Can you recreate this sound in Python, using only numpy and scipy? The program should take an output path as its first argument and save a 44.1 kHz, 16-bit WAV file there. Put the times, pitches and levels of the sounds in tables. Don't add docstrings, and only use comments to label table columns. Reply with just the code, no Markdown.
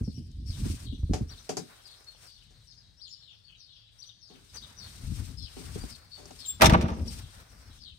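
import sys
import numpy as np
from scipy import signal
from scipy.fft import rfft, irfft
from scipy.io import wavfile
from scipy.ndimage import uniform_filter1d

SR = 44100
rng = np.random.default_rng(int(sys.argv[2]) if len(sys.argv) > 2 else 0)


def dump_mix(stems):
    frames = np.atleast_2d(stems).T
    limited = np.clip(frames, -1, 1)
    pcm = np.round(limited * 32767).astype(np.int16)
    wavfile.write(sys.argv[1], SR, pcm)


N = 352094
T = np.arange(N) / SR


def undb(db):
    return 10 ** (np.asarray(db) / 20)


def unit(x):
    return x / np.sqrt(np.mean(x ** 2))


def curve(table):
    s, *cols = np.transpose(table)
    return [np.interp(T, s, c) for c in cols], (T >= s[0]) & (T <= s[-1])


def white():
    return rng.standard_normal((2, N))


def coloured(points):
    hz, db = np.transpose(points)
    f = np.maximum(np.arange(N // 2 + 1) * SR / N, 1)
    gain = undb(np.interp(np.log(f), np.log(hz), db))
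    return unit(irfft(rfft(white()) * gain, N))


def band(x, lo_hz, hi_hz):
    return signal.sosfilt(signal.butter(2, [lo_hz, hi_hz], "band", fs=SR, output="sos"), x)


def resonate(x, modes):
    return sum(undb(db) * signal.lfilter(*signal.iirpeak(hz, hz / width, SR), x) for hz, width, db in modes)


def walk(rate):
    k = int(SR / rate)
    steps = np.repeat(rng.standard_normal(N // k + 1), k)
    return 1.5 * uniform_filter1d(uniform_filter1d(steps, k), k)[:N]


def pair(x, alike, pan_db=0., lag=0):
    a = np.clip(alike, 0, 1)
    shared, apart = np.sqrt(1 + a) * x[0], np.sqrt(1 - a) * x[1]
    left, right = shared + apart, shared - apart
    return np.array([np.roll(left, lag) * undb(pan_db / 2), right * undb(-pan_db / 2)]) / np.sqrt(2)


def blows(s, db, t60, rise_s):
    env = np.zeros(N)
    for s0, d, t in zip(s, db, np.broadcast_to(np.maximum(t60, .005), len(s))):
        at = slice(int(s0 * SR), int((s0 + t) * SR))
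        u = T[at] - s0
        env[at] += undb(d - 60 * u / t) * np.clip(u / rise_s, 0, 1)
    return env


# start in seconds, crack level in dB.
LATCH_HITS = [(6.5975, -43), (6.609, -18.5), (6.6177, -5.5), (6.6298, -17.5), (6.643, -16.5),
              (6.6566, -13.5), (6.665, -19), (6.696, -19), (6.722, -30), (6.7333, -25.5), (6.775, -44),
              (6.81, -28), (6.822, -35), (6.8823, -39.5), (6.901, -42), (6.966, -57), (6.994, -48.5),
              (7.054, -66)]
# frequency in Hz, width in Hz, level in dB.
PANEL_MODES = [(74, 17.6, 5), (179, 16, -2), (223, 25, -5), (345.6, 15, 5.5), (493, 14, 2.5), (645, 78, 3),
               (783, 63, 2.5), (901, 87, 1), (1171, 99, -1), (1910, 300, -8.5), (2420, 160, -1.5),
               (3570, 350, 2), (5500, 790, -4)]
# frequency in Hz, relative level in dB per Hz.
CRACK_SPECTRUM = [(900, -34), (1500, -2.5), (2500, -3), (3600, -8), (5700, -9.5), (7600, -24.5),
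                  (8500, -12.5), (11000, -30)]
# time in seconds, lean towards the upper modes in dB.
LATCH_TILT = [(6.625, -9), (6.655, 11.5), (6.7, -2.5)]
THUD_DB, THUD_HOLD_S, THUD_FADE_DB_S = 0, 0.13, 37
PANEL_DB, PANEL_PER_CRACK_DB = 3.5, 0.7347


def door():
    s, crack_db = np.transpose(LATCH_HITS)
    (lean_db,), _ = curve(LATCH_TILT)
    thud_db = THUD_DB - THUD_FADE_DB_S * np.maximum(s - s[0] - THUD_HOLD_S, 0)
    panel_db = PANEL_DB + PANEL_PER_CRACK_DB * crack_db
    low = [m for m in PANEL_MODES if m[0] < 300]
    mid = [m for m in PANEL_MODES if 300 <= m[0] < 1500]
    high = [m for m in PANEL_MODES if m[0] >= 1500]
    thud = resonate(band(white(), 45, 530) * blows(s, thud_db, 0.2, 0.02), low)
    panel_shake = band(white(), 250, 3000) * undb(4.6 * walk(70))
    panel = resonate(panel_shake * blows(s, panel_db, 0.13, 0.0055), mid)
    snap = blows(s, crack_db, .055, .0015)
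    crack = coloured(CRACK_SPECTRUM) * snap * undb(-6.0)
    latch_shake = white() * snap
    latch_lower = resonate(latch_shake * undb(-lean_db), high[:2])
    latch_upper = resonate(latch_shake * undb(lean_db), high[2:])
    sharp = band(white(), 6000, 17000) * snap ** 1.9 * undb(-3.5)
    near = pair(thud, 0.94, 2.1) + pair(panel, 0.55, -1.5, lag=-15) + pair(crack, 0.12, 0.85)
    near = near + pair(latch_lower + latch_upper, 0.093, 6.1) + pair(sharp, 0.44)
    return near + undb(-11.0) * sheds(band(near.mean(axis=0), 60, 4900))


# centre in seconds, level in dB.
SEAL_PUSHES = [(6.6452, -10), (6.675, -17.5), (6.689, -8), (6.728, -5), (6.764, -15), (6.842, -16)]
PUSH_S = 0.001


def seal():
    dips = -sum(undb(db) * np.exp(-.5 * ((T - s) / PUSH_S) ** 2) for s, db in SEAL_PUSHES)
    sound = band(dips, 45, 900) + undb(5) * resonate(dips, PANEL_MODES[1:])
    return sound * undb(np.array([[1], [-1]]))


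SQUEAK_S, SQUEAK_SWELL_S, SQUEAK_HZ, SQUEAK_RISE_HZ_S = 6.457, 0.055, 7347, 3600
SQUEAK_DB, SQUEAK_SWELL_DB, SQUEAK_LET_GO_DB, SQUEAK_T60_S, SQUEAK_OCTAVE_DB = -28.5, 14, -6, 0.11, -9


def hinge():
    late = T - SQUEAK_S - SQUEAK_SWELL_S
    swell_db = SQUEAK_SWELL_DB * late / SQUEAK_SWELL_S
    let_go_db = SQUEAK_LET_GO_DB - 60 * late / SQUEAK_T60_S
    db = SQUEAK_DB + np.where(late < 0, swell_db, let_go_db)
    hz = SQUEAK_HZ + SQUEAK_RISE_HZ_S * np.clip(T - SQUEAK_S, 0, SQUEAK_SWELL_S)
    phase = 2 * np.pi * np.cumsum(hz * (1 + .002 * walk(340))) / SR
    env = uniform_filter1d((T > SQUEAK_S) * undb(db), size=300) * undb(3.0 * walk(120))
    tone = np.sqrt(2) * env * (np.sin(phase) + undb(SQUEAK_OCTAVE_DB) * np.sin(2 * phase))
    return np.array([tone * undb(-0.5), np.roll(tone, 1) * undb(-4.5)])


# start in seconds, crack level in dB, thud level in dB,
# body level in dB, 60 dB decay time of crack and body in seconds.
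CAB_KNOCKS = [(0.316, -52, -84, -87, 0.009), (1.1348, -37, -31.5, -31, 0.18),
              (1.492, -36, -35, -31.5, 0.16), (1.5688, -33, -37, -33, 0.14), (2.007, -70, -75, -51.5, 0.02),
              (2.0446, -52, -78, -57, 0.019), (2.148, -75, -74, -53, 0.028), (2.507, -66, -78, -65, 0.12),
              (4.3, -70, -53.5, -57, 0.29), (5.566, -59, -41.5, -47.5, 0.22),
              (5.7563, -65, -32, -46, 0.071), (5.836, -64, -27.5, -45.5, 0.034),
              (6.179, -59, -56.5, -53, 0.68), (6.2557, -46, -52, -49, 0.031), (6.307, -51, -53, -45, 0.062)]
# frequency in Hz, width in Hz, level in dB.
CAB_MODES = [(172, 26, 0), (275, 60, -0.5), (404, 75, 1.5), (590, 14, 0), (728.6, 22, 3), (4900, 360, -1),
             (5780, 1900, 0.5)]


def knocks():
    s, crack_db, thud_db, body_db, t60 = np.transpose(CAB_KNOCKS)
    ring = resonate(white(), CAB_MODES) + undb(-18.5) * white()
    crack = unit(band(ring, 1300, 9600)) * blows(s, crack_db, t60, 0.00021)
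    body = unit(band(band(ring, 240, 3200), 170, 3270)) * blows(s, body_db, t60, 0.00088)
    thud = unit(band(band(ring, 67, 310), 98, 420)) * blows(s, thud_db, 1.88 * t60, 0.0068)
    return pair(crack + body + thud, 0.11, 3.6)


# time in seconds, level in dB.
WIND_SPELLS = [
    [(0, -40), (.48, -45.5), (.6, -34), (.9, -43), (1.25, -44.5), (1.46, -58)],
    [(4.33, -68.5), (4.9, -50), (5.08, -41.5), (5.25, -42.5), (5.5, -54), (5.8, -43.5), (6.1, -65.5),
     (6.6, -50.5)],
    [(7.0, -38), (7.48, -57.5), (7.7, -53), (7.98, -61)],
]
# start in seconds, low level in dB, upper band relative to low in dB.
WIND_THUMPS = [(0.009, -22, -6.5), (0.076, -36, 9.5), (0.177, -35, -5), (0.496, -26, -30), (0.655, -22, -2),
               (0.699, -22.5, -6), (0.735, -34, 0), (0.924, -29.5, -2.5), (1.032, -19, -22),
               (1.094, -23.5, -2), (1.108, -15.5, -9), (1.209, -17.5, -11.5), (5.036, -25, -26),
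               (5.072, -27.5, -34), (5.166, -32, -31), (5.197, -34, -5)]
# time in seconds, left minus right in dB.
WIND_SIDE = [(4.9, -1), (5.15, 10.5), (6.2, 4.5)]


def wind():
    low = pair(unit(band(band(white(), 37, 102.2), 32, 155)), 1.0, 0.39)
    high = pair(unit(band(band(white(), 118, 257), 87, 390)), 0.62, 1.3)
    s, db, upper_db = np.transpose(WIND_THUMPS)
    out = low * blows(s, db, 0.099, 0.0098) + high * blows(s, db + upper_db, 0.081, 0.0036)
    lumps, flutter = walk(22), walk(50)
    upper_reach_db = -12.5 + 3 * lumps + 3 * flutter
    rumble = low * undb(3.23 * lumps) + high * undb(upper_reach_db)
    for table in WIND_SPELLS:
        (db,), on = curve(table)
        soft_edges = uniform_filter1d(on * 1., 800)
        out = out + soft_edges * undb(db) * rumble
    (pan_db,), _ = curve(WIND_SIDE)
    return out * undb(np.array([pan_db, -pan_db]) / 2)


# time in seconds, hiss level in dB, duller body relative to the hiss in dB.
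RUSTLE_LEVELS = [(0, -65.5, -5), (.4, -75.5, -34), (.95, -72.5, -7), (1.4, -63.5, 1.5), (1.9, -64.5, 3),
                 (2.3, -72, -2.5), (2.8, -79, -2.5), (4.2, -85.5, 3.5), (4.45, -63.5, -2.5),
                 (5.4, -64.5, -3.5), (6.1, -67, 1), (7.0, -65, -6), (7.65, -66.5, 7.5), (7.98, -78, -5)]
# frequency in Hz, relative level in dB per Hz.
HISS_SPECTRUM = [(1290, -35.5), (2200, -9.5), (5250, -4.5), (7620, -10), (8350, -2), (11000, -17),
                 (14500, -15.5), (15900, -31)]
BODY_SPECTRUM = [(250, -9), (450, -3), (900, -4.5), (1500, -2), (2600, -10), (3600, -21)]
# start in seconds, length in seconds, hiss level in dB.
RUSTLE_STROKES = [(2.59, 0.1, -74), (0.45, 0.445, -53), (2.16, 0.16, -62), (3.906, 0.21, -69.5),
                  (4.529, 0.064, -58), (4.773, 0.26, -58), (4.99, 0.37, -60), (5.471, 0.55, -56),
                  (6.13, 0.5, -64), (7.034, 0.24, -56), (7.241, 0.2, -63.5), (7.721, 0.073, -64)]
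STROKE_BODY_DB = -6


def rustle():
    hiss = pair(coloured(HISS_SPECTRUM), 0.081, 6.0, lag=4) * undb(1.78 * walk(90) + 1.2 * walk(14))
    body = pair(coloured(BODY_SPECTRUM), 0.11, 0.38) * undb(2.7 * walk(33))
    (db, body_db), _ = curve(RUSTLE_LEVELS)
    swell = np.zeros(N)
    for s, length, d in RUSTLE_STROKES:
        swell += undb(d) * np.sin(np.pi * np.clip((T - s) / length, 0, 1)) ** 0.86
    steady = undb(db) * (hiss + body * undb(body_db))
    return steady + swell * (hiss + body * undb(STROKE_BODY_DB))


# start in seconds, length in seconds, top pitch in Hz, starting level in dB.
FALLING_CHEEPS = [(0.026, 0.13, 6330, -60), (0.453, 0.13, 5540, -55.5), (0.84, 0.15, 4750, -55),
                  (2.106, 0.07, 3850, -65.5), (5.382, 0.13, 4480, -55.5), (5.411, 0.07, 5490, -53),
                  (1.837, 0.13, 5470, -55), (2.219, 0.29, 6680, -58.5), (2.665, 0.085, 5770, -59.5),
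                  (3.101, 0.056, 5710, -54.5), (3.192, 0.18, 4930, -56.5), (3.472, 0.11, 3440, -62),
                  (3.566, 0.42, 6750, -58.5), (4.187, 0.24, 6770, -57.5), (4.76, 0.16, 5970, -51.5),
                  (5.889, 0.083, 5570, -52), (6.38, 0.1, 5170, -51), (7.075, 0.035, 5570, -54),
                  (7.789, 0.16, 5430, -53.5)]
# start in seconds, length in seconds,
# top pitch in Hz, depth of the flick in octaves, level at the top in dB.
FLICKED_CHIRPS = [(0.122, 0.086, 5820, 0.36, -60), (0.532, 0.038, 3910, 0.13, -60),
                  (1.273, 0.052, 5870, 0.32, -60.5), (1.288, 0.071, 4690, 0.88, -57),
                  (1.373, 0.024, 4200, 0.55, -56), (1.383, 0.043, 6300, 0.44, -58.5),
                  (2.06, 0.064, 4360, 0.058, -57), (2.754, 0.074, 5060, 0.047, -64.5),
                  (2.963, 0.069, 5600, 0.2, -61), (2.987, 0.11, 5100, 1, -53),
                  (3.033, 0.06, 4300, 0.15, -54.5), (3.066, 0.045, 7140, 0.17, -64),
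                  (3.225, 0.046, 3916, 0.036, -64), (3.434, 0.068, 4550, 0.048, -57.5),
                  (3.979, 0.05, 5950, 0.25, -55.5), (4.011, 0.044, 4750, 0.7, -47.5),
                  (4.05, 0.062, 6040, 0.097, -58), (4.078, 0.048, 3800, 0.43, -51),
                  (4.534, 0.046, 6140, 0.23, -54.5), (4.561, 0.04, 5140, 0.65, -45.5),
                  (4.615, 0.048, 3950, 0.35, -48), (5.364, 0.043, 5180, 0.12, -51.5),
                  (5.795, 0.06, 4700, 0.11, -60), (6.106, 0.078, 4480, 0.046, -52.5),
                  (6.483, 0.038, 3520, 0.12, -50)]
SHAKE, SHAKE_GROWS_PER_S = .015, .17
OVERTONE_DB, ECHO_DB = -25.5, 1


def sparrows():
    near, far = np.zeros(N), np.zeros(N)
    shake = walk(300) + walk(55)
    beat = (1 + .5 * walk(900)) * undb(2.2 * walk(45))
    chance = rng.random(size=(150, 3))
    flock = [(a * T[-1], 0.03 + 0.1 * b, 3300 + 3400 * c, -60.5 - 6 * b) for a, b, c in chance]
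    layers = ((near, FALLING_CHEEPS, cheep, 1.3), (near, FLICKED_CHIRPS, chirp, .4), (far, flock, cheep, 1))
    for dry, notes, shape, harsh in layers:
        for s, length, *pitch, db in notes:
            at = slice(int(s * SR), int((s + length) * SR))
            u = T[at] - s
            hz, fade_db = shape(u, length, *pitch)
            wobble = harsh * (SHAKE + SHAKE_GROWS_PER_S * u) * shake[at]
            phase = 2 * np.pi * np.cumsum(hz * (1 + wobble)) / SR
            swell = np.clip(4 * np.minimum(u, s + length - T[at]) / length, 0, 1)
            second_half = harsh * undb(-9) * np.sin(.84 * phase)
            voice = np.sin(phase) + second_half + undb(OVERTONE_DB) * np.sin(2 * phase)
            dry[at] += swell * beat[at] * undb(db + fade_db) * voice
    direct = np.array([near * undb(11.0), np.roll(near, 12) * undb(-38)]) * undb(-3.0)
    echoes = blur(near) + blur(far) * undb(-5.5) + sheds(near + far)
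    return direct + echoes * undb(ECHO_DB) * undb(np.array([[3], [-3]]))


CHEEP_END_HZ, CHEEP_FALL_S, CHEEP_FADE_DB_S = 2860, .11, 66.5


def cheep(u, length, top_hz):
    hz = CHEEP_END_HZ + (top_hz - CHEEP_END_HZ) * np.exp(-u / CHEEP_FALL_S)
    return hz, -CHEEP_FADE_DB_S * u


CHIRP_TOP_AT = .4


def chirp(u, length, top_hz, depth):
    late = u / length - CHIRP_TOP_AT
    off = np.where(late < 0, -late / CHIRP_TOP_AT, late / (1 - CHIRP_TOP_AT))
    return top_hz * 2 ** (-depth * off ** 1.4), -11 * off


BLUR_T60_S, BLUR_DB = 0.14, -0.5


def blur(x):
    u = T[:SR // 5]
    tail = rng.standard_normal((2, len(u))) * undb(-60 * u / BLUR_T60_S)
    tail /= np.sqrt(np.sum(tail[0] ** 2))
    return signal.fftconvolve(x[None], tail, axes=1)[:, :N] * undb(BLUR_DB)


SHEDS_T60_S, SHEDS_DB = .7, -3


def sheds(x):
    u = T[:SR]
    tail = rng.standard_normal((2, SR)) * undb(-60 * u / SHEDS_T60_S) * np.clip(u / 0.0085, 0, 1)
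    tail *= undb(SHEDS_DB) / np.sqrt(np.sum(tail[0] ** 2))
    return signal.fftconvolve(x[None], tail, axes=1)[:, :N]


# frequency in Hz, relative level in dB per Hz.
YARD_SPECTRUM = [(18, -45.5), (40, 1), (117, -5.5), (400, -32), (1350, -38), (1700, -29.5), (2500, -36.5),
                 (4500, -24.5), (7500, -39.5), (8400, -38.5), (11000, -55.5), (16000, -72.5)]
YARD_DB = -68
HUM_HZ, HUM_WIDTH_HZ, HUM_DB = 109.4, 7.1, -70


def yard():
    hum = unit(resonate(white(), [(HUM_HZ, HUM_WIDTH_HZ, 0)])) * undb(HUM_DB)
    air = coloured(YARD_SPECTRUM) * undb(YARD_DB + 2.5 * walk(2.7) + 2. * walk(13))
    return pair(air, 0.95, 6.7) + pair(hum, 0.37)


def scene():
    return door() + seal() + hinge() + knocks() + wind() + rustle() + sparrows() + yard()


TOP_HZ = 15800


def record(dry):
    thinned = signal.lfilter(*signal.butter(1, 30., "high", fs=SR), dry)
    rounded = np.tanh(1.16 * thinned) / 0.98
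    return signal.sosfilt(signal.ellip(12, .2, 80, TOP_HZ, fs=SR, output="sos"), rounded)


dry = scene()
out = record(dry)
dump_mix(out)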